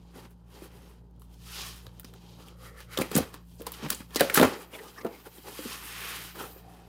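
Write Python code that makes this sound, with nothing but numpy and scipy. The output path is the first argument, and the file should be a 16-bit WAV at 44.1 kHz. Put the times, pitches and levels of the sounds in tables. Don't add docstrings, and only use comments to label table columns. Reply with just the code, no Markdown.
import sys
import numpy as np
from scipy import signal
from scipy.fft import rfft, irfft, next_fast_len
from scipy.io import wavfile

SR = 44100
rng = np.random.default_rng(int(sys.argv[2]) if len(sys.argv) > 2 else 0)


def volts_from_db(level):
    exponent = np.asarray(level, float) / 20
    return 10 ** exponent


def pcm_store(signal):
    levels = np.round(np.clip(np.atleast_2d(signal), -1, 1) * 32767)
    wavfile.write(sys.argv[1], SR, levels.astype(np.int16).T)


N = 303395


def rms_one(x):
    return x / np.sqrt(np.mean(x ** 2) + 1e-20)


def in_time(rows):
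    t_s, *columns = np.transpose(rows)
    return [np.interp(np.arange(N) / SR, t_s, column) for column in columns]


def band(x, low_hz, high_hz):
    sos = signal.butter(2, [low_hz, min(high_hz, 0.45 * SR)], "band", fs=SR, output="sos")
    return signal.sosfilt(sos, x)


def high_pass(x, order, cut_hz):
    return signal.sosfilt(signal.butter(order, cut_hz, "high", fs=SR, output="sos"), x)


def coloured(x, spectrum, ripple_db=0):
    f_hz, level_db = np.transpose(spectrum)
    size = next_fast_len(N)
    grid_hz = np.fft.rfftfreq(size, 1 / SR) + 1
    ripple = np.interp(grid_hz, np.linspace(0, SR / 2, 160), rng.standard_normal(160))
    gain_db = np.interp(np.log(grid_hz), np.log(f_hz), level_db) + ripple_db * ripple
    return irfft(rfft(x, size) * volts_from_db(gain_db), size)[:N]


def drift(rate_hz):
    r = np.exp(-80 * np.pi * rate_hz / SR)
    slow = signal.lfilter([1], [1, -2 * r, r * r], rng.standard_normal(N // 40 + 2002))[2000:]
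    return np.interp(np.arange(N) / 40, np.arange(len(slow)), rms_one(slow))


def ring(push, f_hz, t60_s):
    r = volts_from_db(-60 / (t60_s * SR))
    w = 2 * np.pi * f_hz / SR
    return signal.lfilter([0, np.sin(w)], [1, -2 * r * np.cos(w), r * r], push + 1e-18)


def add(out, t_s, piece):
    i = round(t_s * SR)
    out[i:i + len(piece)] += piece[:N - i]


def swell_db(t, peak_s, rise_s, fall_s, roundness):
    before = (peak_s - t) / max(rise_s, 0.005)
    after = (t - peak_s) / max(fall_s, 0.005)
    away = np.where(t < peak_s, before, after).clip(0)
    return (-20 * away ** roundness).clip(-100)


def resonant_friction(rows, width):
    out = np.zeros(N)
    for peak_s, level_db, rise_s, fall_s, f_hz in rows:
        t = np.arange(max(peak_s - 2 * rise_s, 0), peak_s + 2 * fall_s, 1 / SR)
        swell = volts_from_db(swell_db(t, peak_s, rise_s, fall_s, 1.3))
        heard = swell * band(rng.standard_normal(len(t)), f_hz / (1 + width), f_hz * (1 + width))
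        add(out, t[0], volts_from_db(level_db) * np.sqrt(np.mean(swell ** 2)) * rms_one(heard))
    return out


def background():
    # f/Hz, level/dB rms
    motor = [(58.6, -53.5), (119.7, -64), (115.5, -60.5), (174, -57.5), (137.4, -70)]
    # f/Hz, level/dB per Hz
    air = [(30, -11.5), (80, -12.5), (200, -16.5), (260, -18), (500, -40.5), (900, -46), (1300, -56),
           (2500, -81), (4000, -60), (9000, -73), (14300, -66), (16500, -82)]
    # t/s, gain/dB
    duck = [(0, -1), (1.5, 0.8), (3, 1.3), (3.25, 0), (4.2, 0), (4.55, -7), (5.2, -7), (5.7, -3),
            (6.1, 0.5), (6.88, -2.5)]
    t = np.arange(N) / SR
    hum = np.zeros(N)
    for f_hz, level_db in motor:
        level = np.sqrt(2) * volts_from_db(level_db + 1.4 * drift(0.88))
        hum += level * np.sin(2 * np.pi * f_hz * t + 0.42 * drift(0.88))
    hiss = rms_one(coloured(rng.standard_normal(N), air) * volts_from_db(1.2 * drift(4.6)))
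    return volts_from_db(in_time(duck)[0]) * (hum + volts_from_db(-61) * hiss)


def jolts():
    # t/s, peak/dB, f/Hz, t60/s
    jolt_rows = [
        (1.868, -44, 98, 0.13),
        (3.002, -36, 93, 0.099),
        (3.165, -15.5, 164, 0.095),
        (3.19, -31, 82.4, 0.17),
        (3.85, -31, 153, 0.12),
        (4.407, -19, 170, 0.12),
        (4.44, -27, 92, 0.13),
    ]
    out, t = np.zeros(N), np.arange(9000) / SR
    for t_s, peak_db, f_hz, t60_s in jolt_rows:
        shape = volts_from_db(-60 * t / t60_s) * (1 - np.exp(-t / 0.002))
        add(out, t_s, volts_from_db(peak_db) * np.sin(2 * np.pi * f_hz * t) * shape)
    return out


def creak():
    # t/s, level/dB, f/Hz
    creak_rows = [
        (6.45, -53, 748),
        (6.48, -56, 756),
        (6.574, -57.5, 770),
        (6.714, -52.5, 776),
        (6.88, -63.5, 780),
    ]
    level_db, f_hz = in_time(creak_rows)
    slips = (rng.random(N) < 1500 / SR) * rng.standard_normal(N)
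    sounding = np.arange(N) > creak_rows[0][0] * SR
    mode_hz = f_hz[-N // 40]
    return sounding * volts_from_db(level_db - 3.5) * rms_one(ring(slips, mode_hz, 0.031))


def slide_humps():
    hump_rows = [
        (1.61, -43, 0.17, 0.17, 4100),
        (5.7, -75, 0.26, 0.33, 3000),
        (6.1, -42, .45, 0.26, 1990),
    ]
    return resonant_friction(hump_rows, width=0.56)


def singing():
    sung_rows = [(4.75, -44.5, 0.022, 0.017, 2270), (4.75, -47, .015, .015, 3300),
                 (4.74, -49, .02, .015, 2850), (4.792, -46, 0.012, .02, 1900), (4.87, -51, .03, .02, 1200),
                 (4.81, -46, .015, .04, 450), (4.752, -46, .015, .02, 600),
                 (4.988, -44, 0.021, 0.015, 1770), (4.985, -45, .012, .015, 1130),
                 (4.987, -52, .012, .015, 5350), (5.013, -49, .012, 0.028, 1110),
                 (5.013, -49, .01, 0.017, 2100), (5.056, -46, .01, 0.032, 1320),
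                 (4.168, -39.5, .01, .06, 1950), (4.203, -28, 0.0084, 0.011, 1840),
                 (5.385, -61, .02, .02, 3340), (5.26, -51, 0.0089, .015, 1460),
                 (4.235, -39, 0.02, 0.15, 555), (6.57, -56.5, 3.0, 0.069, 13900),
                 (5.15, -58, .07, 0.052, 2200), (5.265, -53, 0.0226, 0.029, 880),
                 (8.1, -48.5, 0.02, .02, 1200), (6.393, -42, .008, 0.022, 1430),
                 (6.41, -40.5, 0.01, 0.017, 1320), (6.443, -44, .01, 0.015, 1300),
                 (6.407, -51, 0.056, .03, 3070)]
    return resonant_friction(sung_rows, width=0.073)


def rasps():
    rasp_rows = [
        (2.33, -67, .15, .15, 4000),
        (2.72, -58, .3, 0.31, 500),
        (2.42, -61.5, 0.05, 0.21, 1210),
        (2.66, -54.5, 0.11, 0.12, 1265),
        (2.68, -56, .1, 0.071, 1950),
        (2.8, -54, 0.096, 0.038, 1830),
        (2.79, -58, 0.089, .05, 1240),
        (2.95, -49, 0.076, 0.046, 1350),
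        (2.95, -50, 0.065, .04, 2050),
    ]
    return resonant_friction(rasp_rows, width=0.11)


def thumps():
    # f/Hz, level/dB, t60/s
    modes = [(185, -6, 0.066), (245, -5, 0.069), (284, -3.5, 0.056), (470, 4.5, 0.02), (546, -4, 0.069),
             (718, -6.5, 0.041), (1100, -9, 0.026)]
    # t/s, peak/dB, f/Hz
    wrenches = [(2.975, -28.5, 506), (2.988, -19.5, 365), (2.999, -15, 155), (3.017, -22.5, 246),
                (3.117, -29.5, 172), (3.155, -16.5, 185), (3.166, -14, 245), (3.186, -18, 470),
                (3.205, -24, 240), (3.344, -35, 166), (4.161, -23.5, 245), (4.21, -9.5, 560),
                (4.215, -15, 424), (4.301, -32, 454), (4.376, -10.5, 450), (4.383, -21, 450),
                (4.399, -8, 245), (4.415, -10.5, 286), (4.43, -7, 266), (4.446, -17, 568)]
    # t/s, peak/dB, f/Hz
    knocks = [(3.6, -36.5, 293), (3.613, -35.5, 460), (3.668, -33.5, 458), (3.828, -33, 229),
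              (3.841, -30, 173), (3.863, -27, 190), (3.91, -30.5, 202), (3.934, -35.5, 204),
              (4.006, -34.5, 188), (5.049, -21.5, 460), (5.055, -22, 330), (5.051, -32, 664),
              (5.11, -40, 450), (5.591, -30.5, 302)]
    # t/s, peak/dB, f/Hz
    pats = [(.168, -47, 575), (.248, -42, 300), (.548, -49, 306), (.622, -34.5, 350), (.649, -49, 186),
            (1.015, -52, 415), (1.871, -41, 159), (2.046, -39.5, 254), (4.732, -39, 550),
            (4.805, -44, 400.4), (5.014, -41, 454), (5.035, -43, 424), (5.27, -36.5, 447),
            (5.384, -37.5, 302), (5.47, -42, 248), (5.652, -28, 263), (5.657, -29, 410), (5.71, -38, 407),
            (6.404, -53, 308), (6.44, -35, 485), (6.563, -41.5, 400)]
    out, t = np.zeros(N), np.arange(6000) / SR
    # rows, t60/s, rise/s
    for rows, t60_s, rise_s in [(wrenches, 0.034, 0.0013), (knocks, 0.047, 0.0019), (pats, 0.032, 0.0032)]:
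        push = t * np.exp(-t / (0.12 * rise_s))
        push = push / push.sum()
        shape = volts_from_db(-60 * t / t60_s) * (1 - np.exp(-t / rise_s))
        for t_s, peak_db, f_hz in rows:
            thump = np.sin(2 * np.pi * f_hz * t) * shape
            for mode_hz, mode_db, mode_t60_s in modes:
                strength, detune = rng.standard_normal(2)
                mode = ring(push, mode_hz * (1 + 0.076 * detune), mode_t60_s)
                thump = thump + volts_from_db(mode_db - 7.5) * strength * mode
            add(out, t_s - 0.002, volts_from_db(peak_db + 4.0) * thump)
    return high_pass(out, 2, 190)


def stroke_levels():
    # peak t/s, scrape level/dB, rise/s, fall/s, brightness/dB per layer
    grips = [(.185, -57.5, 0.063, 0.054, -1), (.25, -60, 0.069, 0.046, -1.5), (.31, -71, 0.056, 0.05, 0),
             (.57, -61.5, 0.1, 0.16, 0.5), (.65, -54, 0.041, 0.039, 1), (.83, -63.5, 0.41, 0.2, -0.5),
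             (4.62, -59, 0.038, 0.047, 5), (4.75, -52.5, 0.041, 0.04, 1), (4.84, -56, 0.15, 0.19, 0.5),
             (4.99, -57, 0.058, 0.045, 0), (5.06, -59.5, 0.039, 0.096, -4), (5.15, -59, 0.066, 0.19, 1),
             (5.265, -56, 0.028, 0.037, 0), (5.37, -59, 0.093, 0.14, 2.5), (5.48, -53, 0.052, 0.11, -0.5),
             (6.36, -51.5, 0.025, 0.048, -0.5), (6.408, -44.5, 0.036, 0.049, 2),
             (6.445, -51.5, 0.022, 0.064, 1.5), (6.52, -59, 0.085, 0.057, 2), (6.58, -61, 0.037, 0.054, 2),
             (6.72, -67, 0.42, 0.59, -1)]
    probes = [(.06, -69, 0.12, 0.14, -1.5), (1.22, -71, 0.022, 0.072, 10), (1.35, -65, 0.078, 0.044, 1.5),
              (1.87, -65.5, 0.036, 0.065, -2), (2.0, -63, 0.11, 0.027, 0), (2.07, -61, 0.045, 0.09, 1),
              (2.15, -63, 0.032, 0.069, -1.5), (2.3, -61.5, 0.23, 0.22, 0.5),
              (2.41, -58, 0.035, 0.056, -0.5), (2.48, -58.5, 0.038, 0.083, -1),
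              (3.52, -65.5, 0.092, 0.13, 5)]
    cuts = [
        (2.66, -55, 0.11, 0.078, 2),
        (2.8, -55.5, 0.081, 0.078, 1.5),
        (2.95, -50.5, 0.067, 0.066, 1.5),
    ]
    slides = [
        (1.61, -44, 0.2, 0.24, 0.3),
        (5.62, -45, 0.14, 0.24, 1),
        (5.72, -44, .08, 0.098, 2),
        (6.08, -42.5, 0.66, 0.21, 0.5),
        (6.22, -45.5, 0.22, 0.15, -0.5),
    ]
    tears = [(3.01, -42.5, 0.067, 0.14, 1), (3.17, -37.5, 0.077, 0.11, 1), (3.34, -53.5, 0.024, 0.083, 0),
             (3.62, -57.5, 0.026, 0.074, 1.5), (3.67, -47, 0.02, 0.067, 0), (3.74, -49, 0.044, 0.058, 4.5),
             (3.85, -46, 0.1, 0.069, -0.5), (3.92, -42, 0.047, 0.09, 5), (4.0, -55, .04, 0.1, 4),
             (4.165, -44, 0.044, 0.041, 2), (4.215, -40, 0.072, 0.24, 0.5), (4.36, -29.5, 0.024, 0.1, 7.5),
             (4.43, -31, 0.067, 0.13, -2), (4.52, -54, .06, 0.05, -2.5)]
    # rows, level/dB per layer, roundness of the swell
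    contacts = [(grips, (4.5, -1, -1.5, -2), 2),
                (probes, (2.5, -11.5, -2, -7), 2.5),
                (cuts, (1, -1.5, -0.5, -4.5), 1.5),
                (slides, (-10.5, -5.5, -3, -4), 2),
                (tears, (4, 2, 0, -5), 0.9)]
    resting_db = np.array([-67.5, -99, -81.5, -89])
    t = np.arange(0, N, 32) / SR
    power = volts_from_db(resting_db)[:, None] ** 2 + 0 * t
    for rows, shares_db, roundness in contacts:
        for peak_s, level_db, rise_s, fall_s, bright_db in rows:
            layers_db = level_db + np.array(shares_db) + bright_db * np.arange(-2, 2)
            power = power + volts_from_db(layers_db[:, None] + swell_db(t, peak_s, rise_s, fall_s, roundness)) ** 2
    return [np.interp(np.arange(N) / SR, t, np.sqrt(p)) for p in power]


def rubbing():
    # f/Hz, level/dB per Hz
    colour = [(150, 1), (400, 1.5), (900, -4.5), (1800, -5), (4500, -13), (7000, -15.5), (10000, -13.5),
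              (12500, -15), (14300, -9), (15500, -10), (16500, -28)]
    slips_per_s, spread_db, flutter_db, ripple_db = 12000, 2.2, 0.9, 2.2
    bands_hz = [(170, 1315), (850, 2800), (2450, 7700), (6300, 14700)]
    out, pressure = np.zeros(N), drift(15.0)
    for gain, (low_hz, high_hz) in zip(stroke_levels(), bands_hz):
        sizes = rng.standard_normal(N) * volts_from_db(spread_db * rng.exponential(1, N).clip(0, 4))
        slips = (rng.random(N) < slips_per_s / SR) * sizes
        slips = slips * volts_from_db(flutter_db * (pressure + 1.54 * drift(11.7)))
        place = 1.26 * drift(2.66)
        answer = coloured(slips * np.cos(place) ** 2, colour, ripple_db)
        answer = answer + coloured(slips * np.sin(place) ** 2, colour, ripple_db)
        out += gain * rms_one(band(band(answer, low_hz, high_hz), low_hz, high_hz))
    return out


def rips():
    rip_rows = [(2.976, -32, 0.0032, 0.0066, 3700), (3.016, -36, 0.017, 0.012, 7300),
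                (3.153, -31.5, 0.0087, .01, 6500), (3.18, -31, .012, 0.022, 5800),
                (4.167, -30.5, 0.0096, 0.016, 4500), (4.202, -29, .012, 0.012, 2900),
                (4.362, -27.5, .016, .02, 6900), (4.376, -25.5, 0.0075, 0.013, 5900),
                (3.6, -56, .025, .02, 5500), (4.885, -54, 0.029, .03, 4500),
                (5.015, -51.5, .012, 0.014, 3100), (5.068, -50.5, 0.0066, .012, 2300),
                (4.377, -21.5, .007, 0.034, 1140), (4.397, -25, 0.0092, 0.017, 1440),
                (4.432, -22.5, .005, 0.036, 1130), (4.213, -25.5, .007, 0.017, 1300),
                (4.356, -32, .003, 0.022, 1450), (4.346, -30, 0.0023, 0.005, 4200),
                (4.792, -49, .008, .015, 2000), (.252, -55, .006, .012, 2500),
                (2.047, -52, .003, .015, 1500), (4.3, -37, .002, .015, 1900),
                (3.905, -29, .003, .008, 4900), (3.862, -42, 0.012, 0.013, 2000),
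                (2.978, -33.5, .004, 0.016, 920)]
    return resonant_friction(rip_rows, width=0.78)


def snaps():
    # t/s, peak/dB, hump f/Hz
    tape_snaps = [(.3086, -51, 14300), (1.1109, -63, 1300), (1.1617, -60, 3700), (1.3413, -52, 6240),
                  (1.947, -54, 1670), (2.0323, -47, 1490), (2.3046, -54, 4100), (2.4603, -48, 4930),
                  (2.4842, -43, 2940), (1.1967, -49, 13300), (1.219, -43.5, 1140), (1.997, -31.5, 13300),
                  (2.046, -33.5, 5370), (2.9745, -16, 3600), (2.9879, -17, 1050), (3.1535, -16.5, 8100),
                  (3.1641, -12.5, 10900), (3.1768, -12, 13600), (3.6192, -36.5, 13800),
                  (3.7196, -26, 13000), (3.8861, -33, 2000), (3.903, -13, 16600), (3.9477, -27, 8150),
                  (4.1075, -41, 3000), (4.3419, -14, 13000), (4.3452, -8, 13700)]
    peel_snaps = [(2.138, -41, 1400), (2.8044, -36, 1730), (3.012, -23, 1330), (3.0182, -20.5, 2360),
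                  (3.1156, -25.5, 1240), (3.342, -30, 1130), (3.6057, -40.5, 1370), (3.6673, -19.5, 1000),
                  (3.9276, -25, 4600), (4.1472, -25, 5330), (4.1592, -11, 4600), (4.197, -19, 4700),
                  (4.2078, -7, 1760), (4.246, -30, 5000), (4.3544, -15.5, 1630), (4.3975, -17, 3300),
                  (4.4132, -15, 3900), (4.4516, -24, 2900)]
    card_snaps = [(.6384, -46, 1420), (1.866, -39.5, 4000), (3.1848, -21, 1240), (3.8642, -31, 1180),
                  (4.0063, -32, 1160), (4.2988, -16.5, 1910), (4.3728, -8.5, 1880), (4.376, -4, 1300),
                  (4.397, -11, 1150), (4.414, -13, 1260), (4.4294, -6.5, 1010), (4.7216, -49, 2280),
                  (4.8408, -44, 1780), (4.961, -43, 1800), (5.033, -47, 1100), (5.048, -28.5, 1330),
                  (5.066, -34, 1400), (5.15, -47, 2240), (5.2666, -38, 990), (5.4494, -46, 1080),
                  (6.3554, -37, 1400), (6.391, -41, 1410), (6.408, -34, 1200), (6.439, -36, 1290)]
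    # rows, dull/dB, scrape/dB, fine/dB, crackle/dB
    kinds = [(tape_snaps, -14, -12, -5.5, -7), (peel_snaps, -10, -7.5, -4.5, -7),
             (card_snaps, -6.5, -15.5, -11, -5.5)]
    out, t = np.zeros(N), np.arange(2500) / SR
    for rows, dull_db, scrape_db, fine_db, crackle_db in kinds:
        for t_s, peak_db, f_hz in rows:
            a, b, c, d = rng.standard_normal((4, len(t)))
            grain = volts_from_db(4.0 * np.repeat(rng.standard_normal(50), 50))
            crackle = volts_from_db(crackle_db - 60 * t / 0.045) * grain
            shape = (volts_from_db(-60 * t / 0.007) + crackle) * (1 - np.exp(-t / 0.0002))
            hump = 0.77 * rms_one(band(a, f_hz / 1.21, f_hz * 1.12))
            dull = volts_from_db(dull_db) * rms_one(band(b, 880, 1800))
            scrape = volts_from_db(scrape_db) * rms_one(band(c, 2800, 4460))
            fine = volts_from_db(fine_db) * rms_one(band(d, 6700, 16400))
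            add(out, t_s - 0.0005, volts_from_db(peak_db - 5.5) * shape * (hump + dull + scrape + fine))
    return out


def room(x):
    t60_s, wall_cut_hz = 0.2, 7100
    out, dull = np.zeros(N), np.exp(-2 * np.pi * wall_cut_hz / SR)
    for k, lag in enumerate((rng.uniform(0.008, 0.03, 8) * SR).astype(int)):
        loop, gain, state = x.copy(), volts_from_db(-60 * lag / SR / t60_s), [0.]
        for i in range(lag, N, lag):
            back, state = signal.lfilter([gain * (1 - dull)], [1, -dull], loop[i - lag:i], zi=state)
            loop[i:i + lag] += back[:N - i]
        out += (loop - x) * (-1) ** k
    return out


def scene():
    knocks, cracks = thumps(), snaps()
    near = jolts() + creak() + slide_humps() + singing() + rasps() + knocks + rubbing() + rips() + cracks
    echoes = volts_from_db(-16) * room(cracks + 1.05 * knocks)
    return (near + echoes + background())[None]


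def roll_off(x):
    return signal.sosfilt(signal.butter(12, 16810, fs=SR, output="sos"), x)


def record(dry):
    heard = high_pass(dry + 0.2 * band(dry, 13300, 13400), 6, 45)
    limited = 0.56 * np.tanh(heard / 0.56)
    wide = signal.sosfilt(signal.cheby2(12, 45, 16950, fs=SR, output="sos"), limited)
    narrow = signal.sosfiltfilt(signal.cheby2(18, 30, 16050, fs=SR, output="sos"), wide)
    return roll_off(narrow + volts_from_db(-26) * (wide - narrow))


dry = scene()
out = record(dry)
pcm_store(out)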